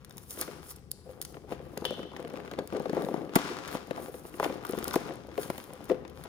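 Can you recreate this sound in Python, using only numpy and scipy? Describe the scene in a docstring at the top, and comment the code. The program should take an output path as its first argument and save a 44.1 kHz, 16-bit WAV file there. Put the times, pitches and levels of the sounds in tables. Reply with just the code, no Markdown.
"""Opening a small cardboard box, close to the phone

Hands peel a sticky seal off a small box and pry its flap open, close to a phone in a quiet room.
Slips of the flaps ring the hollow box as decaying modes, and glue and film snap in short bright noise bursts.
Skin rubs the card as stick-slip noise, and a ceramic piece inside clinks once as a cluster of modes around 3 kHz.
A noise tail makes the room, steady low noise its still air, and two microphone ports the stereo.
"""
import sys
import numpy as np
from scipy import signal
from scipy.fft import rfft, irfft
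from scipy.io import wavfile
from scipy.ndimage import uniform_filter1d

SR = 44100
rng = np.random.default_rng(int(sys.argv[2]) if len(sys.argv) > 2 else 0)


def transcribe(signal):
    """Save signal, clipped to [-1, 1], as a 16-bit WAV file at the path in sys.argv[1]."""
    frames = np.atleast_2d(signal).T
    limited = np.clip(frames, -1, 1)
    pcm = np.round(limited * 32767).astype(np.int16)
    wavfile.write(sys.argv[1], SR, pcm)


N = 276948

# fingers creeping on the card: (time [s], box rumble [dB], card scrape [dB])
RUB_LEVELS = [(0, -70, -68.5), (.17, -54, -62), (.25, -65.5, -70.5), (.4, -46, -50), (.51, -49.5, -55),
              (.62, -54.5, -58.5), (.72, -61.5, -61), (.89, -63, -80), (1.04, -65, -70),
              (1.09, -55.5, -66.5), (1.3, -52.5, -74), (1.46, -59, -73), (1.52, -43, -50.5),
              (1.57, -51.5, -63), (1.84, -48.5, -61.5), (1.87, -51.5, -54), (2.0, -45, -62),
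              (2.14, -48.5, -64.5), (2.39, -46.5, -59.5), (2.55, -52, -61.5), (2.59, -36.5, -57),
              (2.65, -50.5, -75), (2.72, -55, -55), (2.75, -36.5, -53.5), (2.9, -47, -55.5),
              (2.99, -31, -48), (3.08, -46, -61), (3.17, -39, -55.5), (3.3, -48, -66), (3.37, -39.5, -39.5),
              (3.52, -43, -40), (3.6, -41, -47), (3.66, -48, -48), (3.77, -40, -44), (3.85, -52.5, -61),
              (4.01, -39.5, -52), (4.1, -50.5, -64), (4.33, -53, -60), (4.42, -48.5, -54),
              (4.44, -39.5, -47), (4.61, -42.5, -59.5), (4.71, -45.5, -50), (4.96, -39.5, -47),
              (5.1, -42, -52.5), (5.24, -51.5, -63), (5.42, -42.5, -49.5), (5.68, -52, -60.5),
              (5.89, -51, -56.5), (5.91, -38, -50), (5.95, -42, -74), (6.13, -52, -64.5),
              (6.28, -53.5, -54.5)]
# modes of the hollow box: (frequency [Hz], level [dB])
BOX_MODES = [(165, -2), (250, -2), (310, 0), (362, 3), (425, 2), (503, 3), (590, -6), (690, -2), (780, -3),
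             (1020, -2), (1150, 0), (1480, -1)]
# spectrum of cracking card: (frequency [Hz], level [dB per Hz])
CRACK_SPECTRUM = [(700, 5), (1200, 4.5), (2000, 1.5), (3000, -4.5), (5000, -14.5), (7000, -21.5)]
# spectrum of the glossy film and its glue: (frequency [Hz], level [dB per Hz])
FILM_SPECTRUM = [(5000, -5.5), (7000, -6.5), (8500, -0.5), (10500, 3), (12500, -1.5), (14000, 3),
                 (15500, -6), (16500, 0.5)]


def undb(db):
    """Gain of a level in dB."""
    return 10 ** (np.asarray(db) / 20)


def unit(x):
    """Scaled to rms 1."""
    return x / np.sqrt(np.mean(x ** 2))


def colour(x, points):
    """Filter by (Hz, dB) points, falling a further 9.8 dB an octave outside them."""
    hz, db = np.transpose(points)
    octave = np.log2(np.maximum(np.fft.rfftfreq(x.shape[-1], 1 / SR), 1))
    below = np.maximum(np.log2(hz[0]) - octave, 0)
    above = np.maximum(octave - np.log2(hz[-1]), 0)
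    gain_db = np.interp(octave, np.log2(hz), db) - 9.8 * (below + above)
    return irfft(rfft(x) * undb(gain_db), x.shape[-1])


def walk(rate):
    """Random levels drawn at a rate in Hz with straight slews between them; spread near 1."""
    hold = int(SR / rate)
    steps = np.repeat(rng.standard_normal(N // hold + 1), hold)
    return 1.2 * uniform_filter1d(steps, hold)[:N]


def grains(rate, scatter_db, smooth):
    """Stick-slip: scattered clicks of very uneven size over a share of smooth noise."""
    struck = rng.random(N) < rate / SR
    size = undb(scatter_db * np.minimum(rng.exponential(size=N), 3))
    clicks = struck * rng.standard_normal(N) * size
    return unit(clicks) + smooth * rng.standard_normal(N)


def add(out, s, sound):
    """Mix a sound in at a time in seconds."""
    i = int(s * SR)
    out[..., i:i + sound.shape[-1]] += sound[..., :N - i]


def ring(t, hz, db, t60, rise=1e-4):
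    """Sum of modes, each a sine that builds over the rise time and decays 60 dB in its t60."""
    decay = np.exp(-np.log(1000) * t / t60[:, None])
    modes = (1 - np.exp(-t / rise)) * decay * np.sin(2 * np.pi * hz[:, None] * t)
    return (undb(db)[:, None] * modes).sum(axis=0)


def scattered(rate, level_db, db, scatter_db, *same):
    """Rows of events at random times, their size following a level."""
    chance = rng.exponential(size=(200, 2))
    times = np.cumsum(chance[:, 0]) / rate
    peaks_db = level_db(times) + db + scatter_db * np.minimum(chance[:, 1], 2)
    return [(s, peak_db, *same) for s, peak_db in zip(times, peaks_db) if s < N / SR]


def rumble_db(t):
    """Level of the box rumble under the creeping fingers."""
    return np.interp(t, *np.transpose(RUB_LEVELS)[:2])


def rustle_db(t):
    """Level of the hiss on the film."""
    # glue letting go and skin sliding on the glossy film: (time [s], level [dB])
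    hiss_levels = [(0, -83), (.12, -74), (.18, -65), (.27, -62.5), (.31, -46), (.36, -48.5), (.41, -43),
                   (.46, -54.5), (.6, -71), (.66, -55.5), (.71, -46.5), (.76, -76), (.87, -88), (.98, -101),
                   (1.1, -66), (1.19, -74), (1.24, -61), (1.3, -64), (1.46, -81), (1.52, -57), (1.57, -75),
                   (1.84, -65), (1.87, -60), (2.06, -74), (2.4, -76), (2.76, -71), (2.92, -69),
                   (3.03, -58.5), (3.18, -68), (3.33, -73), (3.37, -56), (3.5, -67), (3.65, -76),
                   (3.69, -70), (3.72, -53), (3.76, -55), (3.84, -74), (3.95, -67), (4.03, -51.5),
                   (4.11, -63), (4.16, -54.5), (4.23, -66.5), (4.27, -53), (4.32, -70), (4.355, -53),
                   (4.39, -69), (4.44, -49), (4.6, -73), (4.7, -56), (4.82, -60), (4.89, -49), (4.95, -63),
                   (5.0, -61), (5.15, -74), (5.3, -78), (5.42, -45), (5.5, -55), (5.58, -56.5), (5.7, -64),
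                   (5.82, -73), (5.89, -65), (5.98, -75), (6.09, -83), (6.16, -67), (6.23, -66),
                   (6.28, -76)]
    return np.interp(t, *np.transpose(hiss_levels))


def still_air():
    """Steady noise of the quiet room, mostly shared by both ports, its level swaying slowly."""
    # spectrum of the still air: (frequency [Hz], level [dB per Hz])
    air_spectrum = [(30, -7.5), (50, 2.5), (75, 11.5), (100, 3), (140, 9.5), (300, -5), (500, -2),
                    (700, -37), (2000, -31), (5000, -50), (10000, -55), (16000, -40)]
    sway_db = 2 * walk(4)
    noise = rng.standard_normal(N) + 0.23 * rng.standard_normal((2, N))
    return unit(colour(noise, air_spectrum) * undb(sway_db)) * undb(-54.5)


def rubbing():
    """Small slips ring the box, scrape and crackle over its wide face, and hiss on the film."""
    # spectrum of skin scraping the card: (frequency [Hz], level [dB per Hz])
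    scrape_spectrum = [(1000, 4), (1400, 3.5), (1800, -4), (2200, -3.5), (3200, -7), (5000, -11.5),
                       (7000, -17.5)]
    CRACKLES_PER_S = 70
    CRACKLE_DB, CRACKLE_TOP_DB = -6, -58  # level against the scrape, and its ceiling
    now = np.arange(N) / SR
    scrape_db = np.interp(now, *np.transpose(RUB_LEVELS)[[0, 2]])
    crackle_db = np.minimum(scrape_db + CRACKLE_DB, CRACKLE_TOP_DB)
    jerk_db = 1.2 * walk(40)
    flicker_db = 1.8 * walk(70)

    hz, db = np.transpose(BOX_MODES)
    weight_db = db - 4 * np.log2(hz / 430) ** 2
    body = ring(np.arange(SR // 10) / SR, hz, weight_db, 0.058 * (400 / hz) ** 0.42)

    # a wide source reaches the two ports a little differently
    wide = rng.standard_normal((2, 2, N))
    box = signal.fftconvolve(grains(400, 2.0, 0.7) + 0.79 * wide[0], body[None], axes=1)[:, :N]
    scrape = colour(grains(350, 3.6, 0.3) + 0.9 * wide[1], scrape_spectrum)
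    hiss = colour(grains(1200, 3.2, 1.1), FILM_SPECTRUM)
    # fibres cracking
    crackle = colour(grains(CRACKLES_PER_S, 3.0, 0) + 0.2 * wide[1], CRACK_SPECTRUM)

    rub = unit(box) * undb(rumble_db(now) + jerk_db)
    rub = rub + unit(scrape) * undb(scrape_db + jerk_db)
    rub = rub + unit(crackle) * undb(crackle_db)
    return rub + unit(hiss) * undb(rustle_db(now) + jerk_db + flicker_db)


def ticks():
    """Glue and film let go: a sharp snap of noise with a short fizz after it."""
    # snaps at set times: (time [s], peak [dB], lower part relative to it [dB], fizz decay [s])
    set_snaps = [(0.0477, -35, -5, 0.003), (0.096, -40, -22, 0.0018), (0.109, -46, 6, 0.0025),
                 (0.125, -43, -17, 0.0019), (0.171, -35.5, -22, 0.002), (0.181, -29.5, -8.5, 0.0029),
                 (0.308, -27, -18, 0.0027), (0.316, -31.5, -24, 0.002), (0.39, -35, -31, 0.0018),
                 (0.408, -36, -24, 0.0029), (0.413, -14.5, -16.5, 0.0038), (0.424, -33.5, 4.5, 0.011),
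                 (0.692, -33.5, -30, 0.0038), (0.713, -32, -19, 0.0024), (0.761, -37.5, -24, 0.0045),
                 (0.7941, -53, -17, 0.002), (0.911, -37, -28, 0.0027), (0.9155, -16, -31, 0.0017),
                 (1.2158, -18.5, -23, 0.0032), (1.225, -23.5, -16, 0.0048), (1.2504, -27, -9, 0.0033),
                 (1.776, -28.5, -0.5, 0.0019), (1.812, -55, 9, 0.0018), (1.845, -45, 10, 0.002),
                 (1.853, -27, 1.5, 0.0063), (1.907, -40, 4, 0.0024), (2.134, -51, -4, 0.0023),
                 (2.17, -43, -2, 0.0014), (2.202, -45, 0, 0.0016), (2.227, -43, -7, 0.002),
                 (2.279, -43, -3, 0.002), (2.3, -49.5, 7, 0.0022), (2.336, -49, 2, 0.002),
                 (2.355, -58, 5, 0.002), (2.373, -52, 11, 0.0022), (2.404, -48.5, -8, 0.0022),
                 (2.453, -47, -5, 0.002), (2.475, -52, -5, 0.0025), (2.5136, -42.5, 7.5, 0.0036),
                 (2.535, -42, -16, 0.0025), (2.5894, -42, 13.5, 0.0042), (2.675, -27.5, -11, 0.0021),
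                 (2.734, -40.5, -4, 0.002), (2.769, -49.5, 17, 0.0023), (2.798, -40, -10, 0.002),
                 (2.823, -44, -5, 0.002), (2.86, -52.5, 19, 0.0022), (2.897, -50, 18, 0.0022),
                 (2.93, -39, -6, 0.0023), (2.949, -37, -4, 0.002), (3.022, -32, -3, 0.0014),
                 (3.049, -47, 13, 0.002), (3.088, -43, 0, 0.002), (3.1415, -42.5, 8.5, 0.0039),
                 (3.356, -8, -28, 0.0052), (3.386, -34, -9, 0.002), (3.678, -33, 3, 0.011),
                 (3.747, -38, -6, 0.002), (3.872, -42, -11, 0.0029), (3.91, -40, 6, 0.0024),
                 (4.398, -28, -22, 0.0037), (4.438, -34, -6, 0.0023), (4.4424, -34, 8.5, 0.003),
                 (4.458, -48, -1, 0.002), (4.543, -43.5, 3, 0.0048), (4.571, -46, -4, 0.0025),
                 (4.652, -31, -21, 0.0019), (4.668, -34, -8, 0.0015), (4.692, -27.5, -17, 0.0048),
                 (4.71, -23.5, -24, 0.0032), (4.724, -33, -2, 0.002), (4.772, -38, -10, 0.002),
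                 (4.788, -30.5, -1.5, 0.0037), (4.843, -17.5, -24, 0.0012), (4.881, -15.5, -16, 0.0013),
                 (4.91, -38, 8.5, 0.0023), (4.934, -26, -11, 0.0028), (4.939, -25.5, 0.5, 0.0061),
                 (4.957, -20.5, -6, 0.0044), (4.977, -36, -20, 0.002), (5.078, -44, -15, 0.0015),
                 (5.098, -45, -15, 0.0015), (5.139, -39, -17, 0.0015), (5.157, -41, -13, 0.0015),
                 (5.271, -46, -4, 0.0014), (5.378, -31, -34, 0.0017), (5.432, -33, 1, 0.0061),
                 (5.502, -27, -19, 0.0023), (5.58, -29, -11, 0.0037), (5.6406, -35, -31, 0.0022),
                 (5.735, -34.5, -14, 0.0025), (5.843, -37, -24, 0.0029), (5.855, -37, -22, 0.003),
                 (5.892, -35, -17, 0.0037), (5.916, -39, -11, 0.002), (6.079, -52, 7, 0.0027),
                 (6.098, -44.5, -2, 0.0041), (6.2386, -34.5, -4, 0.0032)]
    # further snaps at random times, at least this far above the hiss
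    SNAPS_PER_S, SNAP_DB, SNAP_SCATTER_DB = 14, 10, 4
    SNAP_LOW_DB, SNAP_S = -16, .0018
    LEAD_S = .002  # room for the strain ahead of the snap
    low_spectrum = [(1500, 6), (3300, -1), (4200, 0.0), (6500, -11.0)]
    out, t = np.zeros(N), np.arange(SR // 20) / SR - LEAD_S
    further = scattered(SNAPS_PER_S, rustle_db, SNAP_DB, SNAP_SCATTER_DB, SNAP_LOW_DB, SNAP_S)
    for s, peak_db, low_db, length in set_snaps + further:
        snap = np.exp(-np.abs(t) / 0.000099)
        # the glue strains for a moment before it lets go
        fizz = np.exp(-np.where(t < 0, -t / 0.00051, t / max(length, 1e-4)))
        burst = rng.standard_normal(len(t)) * (snap + 0.39 * fizz)
        high, low = colour(burst, FILM_SPECTRUM), colour(burst, low_spectrum)
        both = high / np.abs(high).max() + undb(low_db) * low / np.abs(low).max()
        add(out, max(s - LEAD_S, 0), undb(peak_db) * both)
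    return out


def thumps():
    """Slips ring the box modes near a centre; treble crosses the card first and dies first, with a crack and a puff."""
    # slips of the card at set times: (time [s], peak [dB], centre of the ring [Hz],
    # crack relative to the ring [dB], t60 at the centre [s], held between .01 and .1)
    set_slips = [(0.399, -38, 410, -10, 0.071), (0.42, -41, 519, 15, 0.03), (0.479, -35.5, 484, 2.5, 0.14),
                 (1.056, -43, 510, -20, 0.082), (1.068, -42, 490, -23, 0.095), (1.092, -39, 524, -9, 0.2),
                 (1.344, -39, 503, 1, 0.062), (1.369, -36.5, 504, -3, 0.034),
                 (1.437, -41.5, 487, -23, 0.077), (1.513, -29, 508, -23, 0.062),
                 (1.523, -32, 415, 0, 0.041), (1.593, -37, 490, -6, 0.072), (1.773, -28, 440, -6, 0.031),
                 (1.821, -27, 467, -23, 0.028), (1.842, -31, 560, -14, 0.016),
                 (1.852, -28.5, 517, 8.5, 0.057), (1.907, -23, 400, -20, 0.03),
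                 (1.923, -29, 347, -28, 0.028), (1.973, -32.5, 490, -26, 0.077),
                 (1.993, -27.5, 392, -8, 0.031), (2.031, -31.5, 395, -4, 0.024), (2.117, -43, 696, 1, 0.02),
                 (2.136, -38.5, 700, -9, 0.026), (2.165, -34, 560, 3.5, 0.028),
                 (2.195, -33.5, 513, -7, 0.042), (2.207, -42, 700, -1, 0.02), (2.226, -39, 500, -1, 0.017),
                 (2.242, -31.5, 398, -16, 0.081), (2.249, -28.5, 405, -5, 0.022),
                 (2.274, -36, 448, 2, 0.04), (2.304, -43, 600, 6, 0.022), (2.325, -34, 400, -11, 0.086),
                 (2.339, -27.5, 410, -10, 0.026), (2.358, -44, 500, 9, 0.025), (2.373, -32, 453, -2, 0.034),
                 (2.39, -31, 400, -17, 0.021), (2.402, -38.5, 418, 3.5, 0.039), (2.449, -42, 450, 7, 0.022),
                 (2.459, -38, 393, 0, 0.026), (2.478, -35.5, 420, 3, 0.059), (2.514, -33.5, 440, -7, 0.027),
                 (2.521, -32, 397, -5, 0.044), (2.537, -29.5, 397, -2.5, 0.025),
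                 (2.578, -35, 400, -7, 0.022), (2.588, -22, 450, -10.5, 0.029),
                 (2.606, -33, 465, -17, 0.011), (2.725, -24, 380, -7.5, 0.037),
                 (2.74, -32, 420, -15, 0.037), (2.751, -25.5, 450, -12, 0.038),
                 (2.765, -26.5, 398, -9, 0.055), (2.801, -22, 420, -15, 0.031),
                 (2.856, -23.5, 497, -9.5, 0.041), (2.895, -22, 348, -16, 0.043),
                 (2.932, -19.5, 373, -12.5, 0.024), (2.968, -19, 456, -13, 0.047),
                 (2.98, -27, 376, -7, 0.036), (2.995, -27.5, 520, -13, 0.098),
                 (3.015, -26.5, 447, -18, 0.047), (3.031, -30, 445, -14, 0.046),
                 (3.045, -22, 420, -24, 0.011), (3.065, -27, 405, -13, 0.037),
                 (3.087, -21, 417, -13.5, 0.037), (3.112, -26.5, 373, -15, 0.033),
                 (3.142, -18.5, 500, -26, 0.019), (3.177, -27, 345, -21, 0.025),
                 (3.19, -33, 377, -14, 0.023), (3.217, -29.5, 384, -14, 0.02),
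                 (3.232, -34, 380, -19, 0.025), (3.255, -39, 378, -19, 0.03), (3.274, -32, 350, -17, 0.02),
                 (3.294, -32.5, 345, -6.5, 0.022), (3.358, -15.5, 990, 4, 0.042),
                 (3.361, -6, 330, -7.5, 0.023), (3.367, -29, 1110, -5, 0.025), (3.402, -44, 501, -9, 0.028),
                 (3.456, -42, 369, -7, 0.044), (3.5, -29, 368, -5, 0.18), (3.751, -18, 426, -10, 0.017),
                 (3.881, -32.5, 414, -20, 0.017), (3.91, -22.5, 480, -9.5, 0.02),
                 (3.977, -29, 640, -11, 0.031), (4.027, -32, 474, -23, 0.014), (4.058, -47, 368, -18, 0.04),
                 (4.083, -33, 460, -9, 0.061), (4.142, -31, 376, -6.5, 0.046),
                 (4.252, -32.5, 484, -6, 0.019), (4.341, -36, 388, -1.5, 0.055),
                 (4.399, -16.5, 620, -5, 0.028), (4.429, -18.5, 660, -6.5, 0.019),
                 (4.436, -45, 700, -9, 0.03), (4.44, -31, 750, 9, 0.02), (4.446, -27, 690, 4, 0.02),
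                 (4.454, -22, 550, -6, 0.046), (4.477, -40, 700, 4, 0.02), (4.499, -25.5, 490, -7.5, 0.029),
                 (4.637, -40, 1150, -2, 0.015), (4.65, -32, 1150, 3.5, 0.034), (4.695, -24, 410, -7, 0.032),
                 (4.734, -22.5, 396, -9, 0.031), (4.75, -34, 800, -10, 0.023),
                 (4.776, -23.5, 340, -21, 0.031), (4.786, -34.5, 1150, 1, 0.02),
                 (4.812, -40, 1020, -5, 0.015), (4.826, -31, 398, -11, 0.03), (4.854, -32, 1480, -1, 0.015),
                 (4.882, -43, 1480, -17, 0.012), (4.89, -37, 1480, -2, 0.015),
                 (4.876, -26, 435, -21, 0.025), (4.912, -34, 1480, -8, 0.017),
                 (4.929, -33, 1490, -5, 0.013), (4.941, -24, 1150, -4, 0.025), (4.959, -12, 470, -10, 0.03),
                 (5.008, -34, 420, -18, 0.029), (5.059, -33, 420, -17, 0.04), (5.08, -34, 420, -9, 0.03),
                 (5.095, -30, 420, -22, 0.036), (5.108, -29, 450, -7, 0.034), (5.128, -37, 450, -15, 0.036),
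                 (5.379, -21, 500, -5, 0.059), (5.501, -17.5, 440, -4, 0.02), (5.582, -30, 460, -3, 0.022),
                 (5.704, -39.5, 610, -1, 0.035), (5.729, -37.5, 496, -4, 0.019),
                 (5.806, -33, 364, -10, 0.029), (5.897, -23, 446, -10, 0.025), (5.9, -18, 390, -7, 0.092),
                 (5.908, -18.5, 480, -14, 0.082), (5.917, -23.5, 298, -7, 0.016),
                 (5.9214, -26, 450, -13, 0.014), (5.945, -37, 503, 0, 0.08), (6.051, -40, 396, 4.5, 0.032),
                 (6.254, -35.5, 510, -13, 0.038)]
    # further slips at random times, at least this far above the box rumble
    SLIPS_PER_S, SLIP_DB, SLIP_SCATTER_DB = 14, 8, 2.5
    SLIP_HZ, SLIP_CRACK_DB, SLIP_T60_S = 393, -26, 0.026
    BEND_LAG_S, BEND_POWER = .0028, .7  # lag of a 400 Hz bending wave, and how fast it shrinks with pitch
    BEND_LEAD_S, CRACK_LAG_S = .002, 0.00131  # start ahead of the listed time; crack after that start
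    ABOVE_DB, BELOW_DB = 8, 22  # how far modes fall an octave above and below the centre
    FOCUS_S = .045  # a slip listed with a longer t60 keeps to fewer modes
    PUSH_S = 0.0015  # the card takes a moment to start ringing
    PUFF_DB, PUFF_S = -35, .0045  # air squeezed out of the box, against the thump
    PAN_DB, PAN_SCATTER_DB = -.5, 2  # left minus right
    LAG_SCATTER_S = .00012  # a slip elsewhere on the box reaches the right port sooner or later

    out, puffs, t = np.zeros((2, N)), np.zeros(N), np.arange(SR // 8) / SR
    puff = (1 - t / PUFF_S / 2) * t / PUFF_S * np.exp(1 - t / PUFF_S)
    hz, db = np.transpose(BOX_MODES)
    # bending waves in card travel slower at low pitch, so the low modes of a thump come in last
    late = np.maximum(t - BEND_LAG_S * (400 / hz[:, None]) ** BEND_POWER, 0)
    after = np.maximum(t - CRACK_LAG_S, 0)
    crack_shape = (1 - np.exp(-after / 0.0003)) * (np.exp(-after / 0.0015) + 0.18 * np.exp(-after / 0.01))
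    further = scattered(SLIPS_PER_S, rumble_db, SLIP_DB, SLIP_SCATTER_DB, SLIP_HZ, SLIP_CRACK_DB, SLIP_T60_S)
    for s, peak_db, centre_hz, crack_db, t60 in set_slips + further:
        chance, noise = rng.standard_normal((3, len(hz))), rng.standard_normal((3, len(t)))
        # the grip moves the modes a little and changes which of them speak
        fall_db = np.where(hz > centre_hz, ABOVE_DB, BELOW_DB) * max(t60 / FOCUS_S, 1)
        weight_db = db - fall_db * np.log2(hz / centre_hz) ** 2 + 2.0 * chance[0]
        mode_hz = hz * (1 + 0.025 * chance[1])
        mode_t60 = np.clip(t60, .01, .1) * (centre_hz / hz) ** 0.51
        body = ring(late, mode_hz, weight_db, mode_t60, PUSH_S)
        # partly shared by the two ports
        crack = colour((noise[0] + 1.3 * noise[1:]) * crack_shape, CRACK_SPECTRUM)
        both = body / np.abs(body).max() + undb(crack_db) * crack / np.abs(crack).max()
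        both[1] = np.roll(both[1], int(LAG_SCATTER_S * SR * chance[2, 1]))
        pan_db = np.array([[.5], [-.5]]) * (PAN_DB + PAN_SCATTER_DB * chance[2, 0])
        add(out, s - BEND_LEAD_S, undb(peak_db + pan_db) * both)
        add(puffs, s, undb(peak_db + PUFF_DB) * puff)
    return out, puffs


def clink():
    """The ceramic piece is knocked once and rings in a cluster of modes around 3 kHz, most short, three lingering."""
    # modes of the ceramic piece: (frequency [Hz], level [dB], t60 [s])
    ceramic_modes = [(3040, 0, .05), (3062, -15, .4), (3092, -1, .06), (3120, -15, .4), (3190, -8, .04),
                     (3340, -4, .05), (3400, -4, .06), (3450, -17, .45), (3530, -7, .06), (3800, -12, .03),
                     (4950, -15, .03), (2800, -12, .04)]
    CLINK_S = 1.853
    out = np.zeros(N)
    add(out, CLINK_S, undb(-21) / 3 * ring(np.arange(SR) / SR, *np.transpose(ceramic_modes)))
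    return out


def room(x):
    """A fading noise tail, strongest from 1.5 to 6 kHz, different at each port."""
    ROOM_DB, ROOM_T60_S = -14.5, 0.85
    t = np.arange(SR) / SR
    fade = np.exp(-np.log(1000) * t / ROOM_T60_S) * (1 - np.exp(-t / 0.0005))
    tail = rng.standard_normal((2, len(t))) * fade
    tail = colour(tail, [(100, -20.5), (1500, -5.0), (6000, -2.0), (10000, -11.5), (16000, -28)])
    tail = tail / np.sqrt((tail ** 2).sum() / 2)
    return undb(ROOM_DB) * signal.fftconvolve(x, tail, axes=1)[:, :N]


def ports(x):
    """Two ports on the phone body: left is louder below the treble, and the treble comes late on the left."""
    # between the two ports: (frequency [Hz], left minus right [dB], left leads by [radians])
    port_differences = [(40, 6, 0), (150, 8.5, 1.0), (255, 6, 0.4), (420, 5, 0), (730, 7, 0.6),
                        (1400, 6, 1.3), (2525, 5, 2.6), (3900, 6.5, 8.5), (5500, 7.5, 7.5), (5870, 10, 9),
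                        (8780, 3, 1.5), (9330, -1, 0.4), (12840, 0, -4), (16200, -0.5, -9.3)]
    hz, pan_db, lead = np.transpose(port_differences)
    f = np.fft.rfftfreq(N, 1 / SR)
    # each port takes half of the difference
    half = undb(np.interp(f, hz, pan_db) / 2) * np.exp(.5j * np.interp(f, hz, lead))
    left, right = rfft(x)
    return irfft([left * half, right / half], N)


def scene():
    """The box in the hands, its room and the still air, at the two ports."""
    CLINK_EXTRA_DB = 2  # further clink sent to the room, on top of its direct level
    air = still_air()
    slips, puffs = thumps()
    ceramic = clink()
    # low end of the handling sounds rolled off below 160 Hz
    card = colour(rubbing() + ticks() + slips, [(70, -22.0), (160, -1.0), (17000, 2.0)])
    box = card + ceramic
    # the clink comes from inside the box, so more of it arrives by way of the room
    wet = room(box + undb(CLINK_EXTRA_DB) * ceramic)
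    return ports(box + puffs + wet + air)


def record(dry):
    """The phone rounds the loudest peaks and cuts the top."""
    TOP_HZ = 16600
    rounded = 1.5 * np.tanh(dry / 1.5)
    low_pass = signal.ellip(8, .2, 70, TOP_HZ, fs=SR, output="sos")
    return signal.sosfilt(low_pass, rounded)


dry = scene()
out = record(dry)
transcribe(out)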